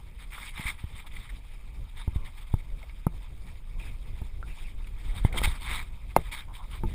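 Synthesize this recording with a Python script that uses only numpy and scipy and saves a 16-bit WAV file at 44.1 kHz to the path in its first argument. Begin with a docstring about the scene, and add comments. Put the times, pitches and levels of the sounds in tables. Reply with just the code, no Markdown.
"""A camera in a waterproof case rides just above a calm sea on a paddleboard, over a low rumble of noise.
First a wet hand and sleeve rub the case (noise of tiny slips through its resonances) and bump it (dying sines).
Then knocks stand out between small washes, laps and drops of water (noise, bubbles and rising sines).
After five seconds a muffled slosh of bubbles arrives, the rumble lifts and the rubbing returns.
Past six seconds comes the hardest clack, then more drags and a last hollow bump."""
import sys
import numpy as np
from scipy import signal
from scipy.fft import rfft, irfft, next_fast_len
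from scipy.io import wavfile
from scipy.ndimage import uniform_filter1d, map_coordinates

SR = 44100
rng = np.random.default_rng(int(sys.argv[2]) if len(sys.argv) > 2 else 0)


def transcribe(u):
    """Save the signal u as a 16-bit wav file named by the first command-line argument.

    u: samples, shape (n,) or (channels, n), limited to [-1, 1]; the rate is SR.
    q: integer samples, one column per channel.
    """
    v = np.clip(np.atleast_2d(u).T, -1, 1)
    q = np.round(v * 32767).astype(np.int16)
    wavfile.write(sys.argv[1], SR, q)


N = 306054  # length [samples]


def amp(db):
    """Decibels to gain."""
    return 10 ** (np.asarray(db) / 20)


def unit(x):
    """Scaled to rms 1."""
    return x / np.sqrt(np.mean(x ** 2) + 1e-20)


def peak_one(x):
    """Scaled to peak 1."""
    return x / np.abs(x).max()


def along(points, hz):
    """(frequency [Hz], value) points joined on a log-frequency axis."""
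    f, v = np.transpose(points)
    return np.interp(np.log(hz + 1), np.log(f + 1), v)


def curve(rows):
    """A timed table, one value per sample."""
    return np.interp(np.arange(N) / SR, *np.transpose(rows))


def wobble(rate):
    """A smooth random curve, rate knots a second."""
    knots = rng.standard_normal(int(N * rate / SR) + 4)
    return map_coordinates(knots, [np.arange(N) * rate / SR])


def filtered(x, response):
    """x shaped by a gain that depends on frequency."""
    m = next_fast_len(len(x) + 8192)
    spectrum = rfft(x, m) * response(np.fft.rfftfreq(m, 1 / SR))
    return irfft(spectrum, m)[:len(x)]


def add(track, s, sound):
    """Mix a sound into the track at time s."""
    part = track[max(round(s * SR), 0):][:len(sound)]
    part += sound[:len(part)]


def ring(t, hz, t60):
    """A sine that dies by 60 dB in t60 seconds."""
    return np.sin(2 * np.pi * hz * t) * np.exp(-np.log(1000) * t / t60)


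def slips(size, per_second, smooth):
    """Friction: a spray of tiny random slips on an even hiss; rms 1."""
    sparks = rng.standard_normal(size) * (rng.random(size) < per_second / SR)
    return unit(unit(sparks) + smooth * rng.standard_normal(size))


def patchy(x, depth_db):
    """Each band of x flutters by itself, as when the spot of contact shifts; rms 1."""
    bands = signal.stft(x, nperseg=256)[2]
    flutter = rng.standard_normal(bands.shape)
    for _ in range(2):
        flutter = uniform_filter1d(flutter, size=3, axis=0)
        flutter = uniform_filter1d(flutter, size=7, axis=1)
    return unit(signal.istft(bands * amp(depth_db * unit(flutter)), nperseg=256)[1][:N])


def swells(rows, attack_s, release_s):
    """Gain of (start, length, level) events that rise, hold and die away; overlaps add in power."""
    power, t = np.zeros(N), np.arange(SR) / SR
    for s, length, db in rows:
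        rise = (1 - np.exp(-t / attack_s)) ** 2
        shape = rise * np.exp(-np.maximum(t - length, 0) / release_s)
        add(power, s, (amp(db) * shape / shape.max()) ** 2)
    return np.sqrt(power)


def bubbles(per_second, centre_hz, spread, cycles, size_db):
    """A cloud of small bubbles, each rising in pitch as it dies; rms 1."""
    count = int(per_second * N / SR)
    start = rng.integers(0, N, (count, 1))
    pitch = rng.standard_normal((count, 1))
    size = rng.exponential(size=(count, 1))
    t = np.arange(600) / SR
    hz = centre_hz * np.exp(spread * np.clip(pitch, -2, 2))
    age = t * hz / cycles
    tone = np.sin(2 * np.pi * hz * t * (1 + 0.04 * np.minimum(age, 4)))
    grains = amp(size_db * np.minimum(size, 4)) * np.exp(-age) * tone
    return unit(np.bincount((start + np.arange(len(t))).ravel(), grains.ravel())[:N])


# air and wall resonances of the case, colouring rubbing and water: (centre [Hz], width [Hz], level [dB])
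CASE_RESONANCES = [(924, 183, -3), (1200, 350, -4), (1674, 200, -7.5), (2190, 393, 1.5), (3244, 445, -6),
                   (3647, 292, -3.5), (4570, 1560, -18), (7270, 1300, -21.5), (8350, 280, -9.5),
                   (8890, 175, -11.5), (9763, 250, -9.5), (10680, 790, -23), (13500, 480, -32),
                   (14470, 300, -18), (15270, 300, -21.5)]
# gain laid over the resonances, which deepens or fills their valleys: (frequency [Hz], gain [dB])
CASE_VALLEYS = [(200, 16.5), (500, -2.5), (800, -3.5), (5400, 0), (6000, -13.5), (6500, 0), (11000, 2.5),
                (11500, -6), (12450, -9), (12900, 17.5), (15250, 3), (15600, -31)]


def case(hz):
    """Gain of the case: its resonances add in power, with valleys between them."""
    power = sum(amp(db) ** 2 / (1 + ((hz - centre) / width) ** 2 * 2) ** 2
                for centre, width, db in CASE_RESONANCES)
    return np.sqrt(power) * amp(along(CASE_VALLEYS, hz))


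def treble_hiss():
    """A faint, narrow band of hiss high in the treble."""
    band = filtered(rng.standard_normal(N), lambda hz: np.exp(-((hz - 12000) / 200) ** 2))
    return amp(-83) * unit(band)


# wind and handling, before a 5 dB lift: (time [s], level [dB])
RUMBLE_LEVEL = [(0.0, -49.5), (0.09, -48.5), (0.73, -43.5), (4.95, -39.5), (5.37, -29.5), (5.59, -39.5),
                (6.59, -43), (6.82, -36.5), (6.94, -35)]


def rumble():
    """Wind and the holding hand shake the case in soft low lumps."""
    # (frequency [Hz], gain [dB])
    colour = [(10, -2.5), (24, 4.5), (50, -2.5), (70, -9), (100, -14.5), (150, -22.0),
              (220, -30), (350, -35.5), (700, -42.5), (2000, -67.0)]
    low = unit(filtered(rng.standard_normal(N), lambda hz: amp(along(colour, hz))))
    # even out the noise's own swells, then give it new ones
    swell = np.sqrt(np.abs(uniform_filter1d(low ** 2, SR // 5)) + 1e-6)
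    lumps = unit(low / swell * amp(2.8 * np.clip(wobble(16), -2, 1.5)))
    return lumps * amp(curve(RUMBLE_LEVEL) + 5.0)


# tone of the washing water before the case: (frequency [Hz], gain [dB])
WATER_TONE = [(200, 3.5), (500, 12), (900, 0.5), (1500, -3), (2150, -4), (2560, 1.5), (3500, -3.5),
              (5000, 2.5), (7000, 1.5), (8500, -5), (9450, 0), (9900, -4), (15000, -3)]
# wavelets washing along the board: (start [s], length [s], level [dB])
WAVELET_EVENTS = [(1.28, 0.069, -58), (1.68, 0.056, -67), (2.32, 0.096, -61), (2.75, 0.1, -59.5),
                  (3.45, 0.03, -56), (3.77, 0.12, -53.5), (3.97, 0.089, -61), (4.14, 0.08, -59.5),
                  (4.43, 0.25, -55.5), (4.8, 0.13, -64.5), (4.94, 0.096, -60)]
WAVELET_ATTACK_S, WAVELET_RELEASE_S = 0.014, 0.054  # a quick rise and slower draining
RIPPLE_DB = -61  # constant ripples under the wavelets
# low, muffled slosh against the board: (start [s], length [s], level [dB])
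SLOSH_EVENTS = [(5.08, 0.093, -55), (5.255, 0.2, -50), (5.325, 0.029, -38.5)]
SLOSH_ATTACK_S, SLOSH_RELEASE_S = 0.018, 0.015
# little laps, each a brief burst around one pitch: (start [s], length [s], level [dB], pitch [Hz])
LAP_EVENTS = [(0.378, 0.0085, -41.5, 1190), (1.041, 0.039, -55.5, 930), (2.129, 0.18, -59, 1040),
              (2.833, 0.018, -55, 660), (3.803, 0.09, -54, 2440), (4.497, 0.05, -55.5, 2500),
              (4.645, 0.031, -53.5, 2500), (6.479, 0.06, -53.5, 1010), (6.584, 0.079, -51, 1010),
              (6.891, .018, -66, 1970)]
# single drops, before a 1.5 dB trim: (time [s], level [dB], pitch [Hz], 60 dB decay [s])
DROP_EVENTS = [(2.8295, -40, 2160, 0.035), (2.8962, -42, 2200, 0.029), (3.7998, -39, 2450, 0.038),
               (4.4282, -34.5, 1360, 0.048), (4.845, -45, 2540, 0.026)]


def water():
    """Ripples fizz and lap along the board, a slosh rolls against it, and drops ring as rising bubbles."""
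    fizz = slips(N, per_second=1100, smooth=1.3)
    fizz += 0.28 * bubbles(per_second=900, centre_hz=2000, spread=0.45, cycles=4, size_db=2)
    toned = filtered(fizz, lambda hz: case(hz) * amp(along(WATER_TONE, hz)))
    wash = patchy(toned, depth_db=2.2)
    flow = np.hypot(amp(RIPPLE_DB), swells(WAVELET_EVENTS, WAVELET_ATTACK_S, WAVELET_RELEASE_S))
    out = wash * flow * amp(1.7 * wobble(36))

    slosh = bubbles(per_second=1700, centre_hz=800, spread=0.49, cycles=1.6, size_db=1.5)
    out += swells(SLOSH_EVENTS, SLOSH_ATTACK_S, SLOSH_RELEASE_S) * amp(wobble(90)) * slosh

    for s, length, db, pitch_hz in LAP_EVENTS:
        u = np.linspace(0, 1, int(length * SR))
        band = lambda hz: 1 / (1 + ((hz - pitch_hz) / 200) ** 2)
        lap = unit(filtered(rng.standard_normal(len(u)), band))
        early_swell = np.sqrt(np.abs(np.sin(np.pi * np.sqrt(u))))
        add(out, s, amp(db) * lap * early_swell)

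    t = np.arange(SR // 5) / SR
    for s, db, hz, t60 in DROP_EVENTS:
        impact = 0.8 * ring(t, hz * 0.55, 0.0035)
        # a bubble and a smaller companion ring and rise
        bubble = ring(t, hz * (1 + 1.1 * t), t60)
        companion = 0.31 * ring(t, hz * 1.09 * (1 + 2.0 * t), t60)
        add(out, s, amp(db - 1.5) * (impact + bubble + companion))
    return out


# long drags of hand and sleeve over the case: (start [s], length [s], level [dB])
SLIDE_EVENTS = [(.178, 0.056, -49.5), (.298, 0.097, -43.5), (.39, .105, -42.5), (.525, 0.08, -45),
                (.565, 0.15, -41), (.765, 0.044, -50), (.83, 0.12, -57), (.942, 0.062, -46.5),
                (1.105, 0.16, -51), (1.955, 0.062, -47.5), (2.24, 0.021, -46.5), (5.025, 0.094, -51.5),
                (5.135, 0.051, -42), (5.228, 0.036, -44), (5.325, 0.19, -40), (5.53, 0.026, -41.5),
                (5.592, .2, -40.5), (5.675, 0.087, -36.5), (5.78, 0.05, -46), (5.85, 0.035, -58),
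                (6.08, 0.034, -54), (6.15, 0.068, -50.5), (6.225, 0.058, -48.5), (6.308, 0.098, -44),
                (6.526, 0.039, -43.5), (6.69, 0.081, -47), (6.85, .09, -52.5)]
SLIDE_ATTACK_S, SLIDE_RELEASE_S = 0.011, 0.019  # the hand takes hold and lets go
SLIDE_USUAL_DB = -45
# brightness [dB per octave] at the usual level, and its rise per dB of level
SLIDE_TILT_DB, SLIDE_TILT_GROWS = -2.5, 0.053


def sliding():
    """Skin and sleeve drag over the case; the grip wavers, and louder slides are brighter."""
    friction = slips(N, per_second=2200, smooth=0.75)
    rub = patchy(filtered(friction, case), depth_db=2.7)
    treble = filtered(rub, lambda hz: hz ** 2 / (hz ** 2 + 5000 ** 2))
    drag = swells(SLIDE_EVENTS, SLIDE_ATTACK_S, SLIDE_RELEASE_S)
    drag_db = 20 * np.log10(drag + 1e-6)
    tilt_db = SLIDE_TILT_DB + SLIDE_TILT_GROWS * (drag_db - SLIDE_USUAL_DB)
    # the treble is taken as two octaves above the body
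    rub = rub + (amp(2 * tilt_db) - 1) * treble
    return rub * drag * amp(0.44 * wobble(45))


# quick scuffs on the case: (start [s], length [s], level [dB], favoured pitch [Hz], emphasis [dB])
SCUFF_EVENTS = [(0.655, 0.059, -32.5, 2200, 8.5), (1.062, 0.02, -49, 3500, 6),
                (1.163, 0.01, -41.5, 2120, 12), (1.291, 0.018, -46, 1800, 13), (1.889, 0.015, -58, 3600, 6),
                (2.143, 0.032, -53.5, 3380, 6), (2.367, 0.028, -52.5, 3300, 4.5),
                (2.408, 0.028, -53.5, 3270, 3), (2.467, 0.023, -56, 3330, 4.5),
                (2.517, 0.023, -56, 3350, 8), (2.58, 0.036, -53, 2260, 6), (3.218, 0.02, -57.5, 3380, 7),
                (4.867, .0123, -51.5, 3650, 3), (5.324, 0.012, -40, 2080, 9),
                (5.37, 0.024, -29.5, 3320, 11), (5.432, .03, -25.5, 2000, 2.5),
                (6.314, .045, -37.5, 2200, 3.5)]


def scuffs():
    """Short hard drags swell and let go, each favouring its own pitch."""
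    out = np.zeros(N)
    for s, length, db, pitch_hz, emphasis_db in SCUFF_EVENTS:
        u = np.linspace(0, 1, int(length * SR))
        colour = lambda hz: case(hz) * amp(emphasis_db * np.exp(-((hz - pitch_hz) / 350) ** 2))
        rub = unit(filtered(slips(len(u), per_second=4000, smooth=0.82), colour))
        swell = np.abs(np.sin(np.pi * u)) ** 0.5
        add(out, s, amp(db) * rub * swell)
    return out


# bumps on the case:
# (time [s], thump [dB], thump pitch [Hz], shell [dB], favoured pitch [Hz], hollow ring [dB])
KNOCK_EVENTS = [(0.596, -23, 156, -43, 298, -55), (0.655, -18.5, 48, -58, 330, -60),
                (.8405, -18, 77, -45.5, 500, -53), (2.078, -11, 73, -40, 735, -35.5),
                (2.1598, -11.5, 63, -44, 500, -58), (2.5395, -7.5, 96, -26.5, 1150, -37),
                (3.0671, -7.5, 144, -18.5, 1200, -31.5), (4.2174, -19, 69, -40, 1060, -37.5),
                (5.249, -4, 98, -20, 2080, -31), (5.4159, -23, 159, -23, 1280, -50),
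                (5.475, -15.5, 69, -33, 900, -42), (6.1642, -11, 227, -2, 740, -28),
                (6.1699, -18, 302, -17, 574, -33.5), (6.186, -19.5, 89, -36, 560, -35),
                (6.8363, -26, 130, -39, 900, -21.5), (6.85, -14.5, 60.4, -46, 500, -43)]
# modes of the struck shell, a brief clack: (frequency [Hz], relative level [dB], 60 dB decay [s])
SHELL_MODES = [(312, -21, 0.046), (522, 13.5, 0.0094), (880, 11, 0.0093), (1287, -7.5, 0.022),
               (2084, -7, 0.034), (2720, -10.5, 0.031), (4150, -1, 0.013), (7400, 22.5, 0.0049)]
# modes of the small hard latch: (frequency [Hz], relative level [dB], 60 dB decay [s])
LATCH_MODES = [(9200, -13, 0.015), (10700, -3, 0.014), (11200, 0, 0.022), (12910, 1.5, 0.023),
               (14090, -46, .014)]
# longer, hollow ring of the case on its grip: (frequency [Hz], relative level [dB], 60 dB decay [s])
HOLLOW_MODES = [(164, 3, 0.21), (216, 1, 0.12), (342, -2, 0.11), (438, -0.5, 0.052), (884, 1.5, 0.057),
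                (1220, -8.5, 0.068)]
# cut-off at a shell level of 0 dB; softer blows are duller
CONTACT_HZ, CONTACT_DB_PER_OCTAVE = 2350, 29.5
TICK_DB, TICK_GROWS = -18, 0.64  # latch at a shell level of 0 dB; its dB per dB of shell


def struck(modes, t):
    """Modes ringing together, their levels and pitches a little different at each blow."""
    return sum(amp(db + rng.normal(0, 3.7)) * ring(t, hz * (1 + rng.normal(0, 0.0032)), t60)
               for hz, db, t60 in modes)


def struck_shell(t, favoured_hz, contact_hz):
    """The spot that is hit favours modes near one pitch; softer contact dulls the clack."""
    shell = np.zeros(len(t))
    for k, (hz, db, t60) in enumerate(SHELL_MODES):
        favour_db = 15.2 * np.exp(-(np.log(hz / favoured_hz) / 0.18) ** 2)
        shell += (-1) ** k * amp(db + favour_db) * ring(t, hz, t60)
    b, a = signal.butter(3, min(contact_hz, SR / 3), fs=SR)
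    return signal.lfilter(b, a, shell)


def knocks():
    """Each bump heaves the camera, clacks the shell, rings the case hollow and ticks the latch."""
    out, t = np.zeros(N), np.arange(SR // 4) / SR
    for s, thump_db, thump_hz, shell_db, favoured_hz, hollow_db in KNOCK_EVENTS:
        # the grip damps the thump by 60 dB in 3.4 cycles
        thump = ring(t, thump_hz, 3.4 / thump_hz)

        contact_hz = CONTACT_HZ * 2 ** (shell_db / CONTACT_DB_PER_OCTAVE)
        shell = struck_shell(t, favoured_hz, contact_hz)
        low_noise = filtered(rng.standard_normal(len(t)), lambda hz: 1 / (1 + (hz / 900) ** 4))
        rattle = unit(low_noise) * np.exp(-t / 0.023)
        clack = peak_one(shell) + 0.021 * rattle

        # the latch starts with a bright, very short crack
        crack = np.diff(rng.standard_normal(len(t) + 1)) * np.exp(-t / 0.004)
        tick = peak_one(struck(LATCH_MODES, t) + 0.34 * crack)
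        tick_db = TICK_DB + TICK_GROWS * shell_db

        hollow = peak_one(struck(HOLLOW_MODES, t))
        body = amp(thump_db) * thump + amp(hollow_db) * hollow
        add(out, s, body + amp(shell_db) * clack + amp(tick_db) * tick)
    return out


def scene():
    """All sources at the one microphone, from background to foreground."""
    return (treble_hiss() + rumble() + water() + sliding() + scuffs() + knocks())[None]


TOP_HZ = 15750


def record(dry):
    """The camera cuts steeply above its band limit."""
    band_limit = lambda hz: 1 / (1 + (hz / TOP_HZ) ** 120)
    return np.array([filtered(channel, band_limit) for channel in dry])


dry = scene()
out = record(dry)
transcribe(out)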